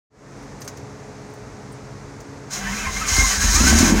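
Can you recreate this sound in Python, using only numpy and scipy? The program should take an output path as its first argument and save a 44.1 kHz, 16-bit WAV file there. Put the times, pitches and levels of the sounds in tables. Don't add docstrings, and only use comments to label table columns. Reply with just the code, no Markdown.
import sys
import numpy as np
from scipy import signal
from scipy.fft import rfft, irfft
from scipy.io import wavfile
from scipy.ndimage import uniform_filter1d

SR = 44100
rng = np.random.default_rng(int(sys.argv[2]) if len(sys.argv) > 2 else 0)


def transcribe(signal):
    frames = np.atleast_2d(signal).T
    limited = np.clip(frames, -1, 1)
    pcm = np.round(limited * 32767).astype(np.int16)
    wavfile.write(sys.argv[1], SR, pcm)


N = 176400
GAS_DECAY_S = 0.013


def firings():
    # start_s, boom_db, bark_db
    first_firings = [(2.868, -22, -32), (2.933, -29, -42), (2.998, -34, -36), (3.114, -17.5, -37),
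                     (3.179, -11.5, -14), (3.221, -26, -21), (3.284, -41.5, -45), (3.371, -19, -60),
                     (3.412, -36, -50), (3.436, -13, -20.5), (3.478, -32, -33), (3.516, -22, -26),
                     (3.543, -14.5, -24.5), (3.572, -20, -22)]
    # time_s, boom_db, bark_db
    strength = [(3.59, -13, -15), (3.65, -11, -16.5), (3.752, -19, -16), (3.82, -20.5, -14.5),
                (3.9, -19.5, -14), (3.95, -25, -15), (4, -21, -21.5)]
    # time_s, firing_rate_hz
    speed = [(3.6, 55.6), (3.63, 59.4), (3.752, 76.3), (3.818, 83.3), (3.902, 89.5), (3.944, 89.5),
             (4, 86.7)]
    cylinders = [1, -8.5, 3, -10.5, 1, -6]
    catch_s, scatter_db, jitter_s = 3.602, 1, .00025
    t = clock()
    count = np.cumsum(curve(speed) * (t > catch_s)) / SR
    times = t[np.flatnonzero(np.diff(np.ceil(count)))]
    chance = rng.standard_normal((len(times), 2))
    db = np.resize(cylinders, len(times)) + scatter_db * chance[:, 0]
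    times = times + jitter_s * chance[:, 1]
    first_s, first_boom, first_bark = np.array(first_firings).T
    run_s, run_boom, run_bark = np.array(strength).T
    push = strikes(first_s, first_boom) + strikes(times, db + np.interp(times, run_s, run_boom))
    crack = strikes(first_s, first_bark) + strikes(times, db + np.interp(times, run_s, run_bark))
    return push, crack


def exhaust(push, crack):
    # pitch_hz, decay_s, level_db
    boom_notes = [(46.9, 0.064, -3), (71, 0.024, 1.5)]
    # pitch_hz, gain_db
    bark_colour = [(25, -76), (60, -30), (110, -17), (150, -11), (185, -3), (222, 2), (258, -2.5),
                   (295, -8.5), (335, -8.5), (420, -12), (520, -21.5), (720, -15), (1000, -23.5),
                   (3000, -46.5)]
    one_boom = signal.sosfilt(signal.butter(2, 126, "low", fs=SR, output="sos"), ringing(boom_notes))
    boom = highpass(through(push, one_boom), hz=37.6, order=8)
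    gas = undb(-3) * noise() * through(crack, np.exp(-clock() / GAS_DECAY_S))
    bark = colour(cabin(undb(17.5) * crack + gas), bark_colour)
    return boom + bark


def starter():
    # time_s, pitch_hz, level_db, octave_level_db
    gears = [(2.5, 409, -58, -70), (2.56, 697.6, -39.5, -43), (2.64, 802, -37.5, -39),
             (2.68, 908, -46, -31), (2.74, 1075, -51, -46), (2.80, 1325, -45, -29),
             (2.84, 1257, -38.5, -36), (2.875, 1061, -30, -32.5), (2.92, 999.5, -45, -43),
             (2.97, 1078, -49, -37), (3.02, 1290, -28.5, -32), (3.06, 1210, -39, -42),
             (3.12, 1021, -40, -36), (3.21, 1073, -28.5, -28), (3.30, 1033, -41, -31),
             (3.39, 813, -46, -29.5), (3.48, 890, -44, -32), (3.52, 957, -44, -40), (3.56, 1187, -24, -28),
             (3.68, 1520, -31.5, -42), (3.8, 1402, -44, -52), (4, 1086, -38, -52)]
    # pitch_multiple, level_db
    gear_tones = [(.75, -4.5), (1, 3.5), (1.248, -12), (1.5, -4)]
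    # time_s, level_db
    drone_levels = [(2.52, -68), (2.58, -35.5), (2.66, -31.5), (2.74, -31.5), (2.81, -41.5), (2.92, -37.5),
                    (3.1, -49), (3.25, -42), (3.35, -37), (3.52, -37.5), (3.7, -61)]
    # time_s, level_db
    rumble_levels = [(2.5, -70), (2.6, -39), (2.72, -36), (2.85, -34), (3.1, -32)]
    # pitch_hz, gain_db
    rumble_colour = [(25, -36), (37, -13), (44, 12), (56, -2.5), (110, -45), (300, -55)]
    flutter_db, ring_db, drone_hz = 4, 5, 202
    hz = curve(gears) * (1 + .015 * walk(260))
    teeth = sum(undb(db + flutter_db * walk(90)) * tone(multiple * hz) for multiple, db in gear_tones)
    octave = undb(flutter_db * walk(90)) * tone(2 * hz)
    teeth, octave = (unit(x + undb(ring_db) * metal(x)) for x in (teeth, octave))
    whine = cabin(teeth * undb(curve(gears, column=2)) + octave * undb(curve(gears, column=3)))
    drone = tone(drone_hz * (1 + .03 * walk(40))) * undb(curve(drone_levels) + 2.7 * walk(45))
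    rumble = unit(colour(noise(), rumble_colour)) * undb(curve(rumble_levels))
    return (undb(-2.5) * whine + drone + rumble) * (clock() > gears[0][0])


def machinery(crack):
    # time_s, middle_db, treble_db
    levels = [(2.495, -73, -59), (2.508, -41, -38.5), (2.535, -37, -25.5), (2.565, -33, -30.5),
              (2.60, -37, -35.5), (2.66, -31.5, -39), (2.72, -32, -33), (2.81, -32.5, -31),
              (2.87, -30, -35), (2.92, -36.5, -33), (2.965, -32, -27.5), (3.05, -30.5, -32),
              (3.09, -27.5, -22), (3.19, -25, -19), (3.25, -29.5, -20), (3.34, -25.5, -20.5),
              (3.395, -32, -26), (3.425, -26.5, -20), (3.52, -28, -20.5), (3.55, -25.5, -17),
              (3.64, -26.5, -20), (3.677, -20.5, -14), (3.74, -24, -21.5), (3.888, -23, -19),
              (3.935, -31, -29), (4, -24.5, -29)]
    # pitch_hz, gain_db
    grind_colour = [(100, -2), (400, -26), (530, -21), (720, -6), (900, -9), (1400, 4.5), (2200, 1.5),
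                    (2800, -6), (4000, -10), (9000, -43)]
    # pitch_hz, gain_db
    rasp_colour = [(1650, -39), (2800, -36), (3050, -18), (3520, -16), (4030, -6), (4400, -8.5), (5450, -3),
                   (6560, 0.5), (7570, -9.5), (9660, -16.5), (10600, -20), (15500, -23.5)]
    t = clock()
    tooth_hits = noise() * undb(3.2 * noise())
    ring = undb(-0.5) * unit(metal(tooth_hits))
    grind = undb(-5.5 + walk(90)) * unit(colour(noise(), grind_colour))
    middle = (ring + grind) * undb(curve(levels))
    grains = cabin(noise() * undb(0.5 * walk(1500)))
    rasp = unit(highpass(colour(grains, rasp_colour), hz=2400))
    treble = rasp * undb(curve(levels, column=2) + 0.98 * walk(60))
    throb = 1 + 0.13 * through(crack / crack.max(), np.exp(-t / GAS_DECAY_S))
    return (middle + treble) * throb * (t > levels[0][0])


def metal(x):
    # pitch_hz, width_hz, gain_db
    notes = [(788, 48, -6.5), (974, 41, -6.5), (1065, 17, -1.5), (1157, 57, -2.5), (1320, 9.6, 1),
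             (1534, 15, 5), (1625, 78, -3), (1788, 83, -7), (1980, 26, -1), (2120, 50, 0), (2387, 60, -6.5),
             (2618, 34, -7), (3030, 26, -5)]
    return sum(undb(db) * signal.lfilter(*signal.iirpeak(hz, hz / width, fs=SR), x)
               for hz, width, db in notes)


def clacks():
    # start_s, level_db
    hits = [(3.162, -20), (3.29, -32), (3.676, -24), (3.784, -15.5)]
    # pitch_hz, gain_db
    clack_colour = [(200, -22), (1500, -12), (3000, -10), (4500, 7), (6300, 5), (8000, 2), (15000, -16)]
    return contacts(hits, clack_colour)


def ignition_key():
    # start_s, level_db
    hits = [(.424, -49), (.615, -35), (.646, -49), (.675, -30), (.769, -41), (2.202, -42.5)]
    # pitch_hz, gain_db
    click_colour = [(200, -26), (1000, -1.5), (2300, -8), (3300, -14), (5200, -4), (6300, 2.5), (8000, -12),
                    (15000, -20)]
    return contacts(hits, click_colour)


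def jingle():
    # start_s, level_db
    touches = [(.605, -46), (.642, -46), (1.298, -58), (1.335, -49), (1.718, -50)]
    # pitch_hz, decay_s, level_db
    key_notes = [(8500, 0.011, 0), (9750, .012, -6), (13100, .005, -3), (15300, .005, -6)]
    rattle_s = 0.011
    ring = ringing(key_notes)
    chatter = noise() * through(strikes(*np.array(touches).T), np.exp(-clock() / rattle_s))
    return through(chatter, ring / np.linalg.norm(ring))


def blower():
    # speed_multiple, level_db
    fan_tones = [(2, -47), (3, -58.5), (4, -51), (5, -64.5), (6, -51), (7, -70.5)]
    # pitch_hz, gain_db
    air_colour = [(15, -67), (25, -56), (43, -5), (59, -8.5), (82, -8.5), (122, -1), (148, -11.5),
                  (164, -16.5), (193, -4.5), (253, -12), (281, -6), (305, -17), (349, -9), (378, -19.5),
                  (421, -6), (457, -12), (1240, -20), (2120, -24.5), (3090, -36), (6380, -29),
                  (15500, -61.5)]
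    spin_hz, start_s, rise_s = 69.8, .1, 0.29
    hz = spin_hz * (1 + 0.0021 * walk(6.04))
    hum = sum(undb(db + 2 * walk(8.32)) * tone(multiple * hz) for multiple, db in fan_tones)
    air = undb(-38.5) * unit(highpass(colour(noise(), air_colour), hz=45))
    return (air + hum) * np.clip((clock() - start_s) / rise_s, 0, 1)


def cabin(x, decay_s=0.013, echo_db=-5):
    tail = noise() * np.exp(-clock() / decay_s)
    return x + undb(echo_db) * through(x, tail / np.linalg.norm(tail))


def contacts(hits, points, rise_s=0.0032, decay_s=0.012):
    t = clock()
    shape = np.minimum(t / rise_s, 1) * np.exp(-np.maximum(t - rise_s, 0) / decay_s)
    return colour(noise() * through(strikes(*np.array(hits).T), shape), points)


def ringing(notes):
    t = clock()
    return sum(undb(db) * np.sin(2 * np.pi * hz * t) * np.exp(-t / decay_s) for hz, decay_s, db in notes)


def colour(x, points, size=8192):
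    rows = np.array(points)
    hz = np.maximum(np.arange(size // 2 + 1) * SR / size, 1)
    gain = undb(np.interp(np.log(hz), np.log(rows[:, 0]), rows[:, 1]))
    cepstrum = irfft(np.log(gain))
    response = irfft(np.exp(rfft(2 * cepstrum[:size // 2], size)))
    return through(x, response / np.linalg.norm(response))


def highpass(x, hz, order=4):
    return signal.sosfilt(signal.butter(order, hz, "high", fs=SR, output="sos"), x)


def through(x, response):
    return signal.fftconvolve(x, response)[:N]


def strikes(times, db):
    out = np.zeros(N)
    inside = times < (N - 1) / SR
    np.add.at(out, (times[inside] * SR).astype(int), undb(db)[inside])
    return out


def tone(hz):
    return np.sqrt(2) * np.sin(2 * np.pi * (np.cumsum(hz) / SR + rng.random()))


def walk(rate_hz):
    hold = max(int(SR / rate_hz), 2)
    steps = noise()[np.arange(N) // hold]
    return unit(uniform_filter1d(uniform_filter1d(steps, hold), hold))


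def noise():
    return rng.standard_normal(N)


def curve(table, column=1):
    rows = np.array(table)
    return np.interp(clock(), rows[:, 0], rows[:, column])


def unit(x):
    return x / np.sqrt(np.mean(x ** 2) + 1e-18)


def undb(db):
    return 10 ** (np.asarray(db) / 20)


def clock():
    return np.arange(N) / SR


def scene():
    background = blower() + jingle() + ignition_key()
    cranking = clacks() + starter()
    push, crack = firings()
    return (exhaust(push, crack) + machinery(crack) + cranking + background)[None]


def record(dry, top_hz=15850):
    return signal.sosfilt(signal.ellip(10, .2, 80, top_hz, fs=SR, output="sos"), dry)


dry = scene()
out = record(dry)
transcribe(out)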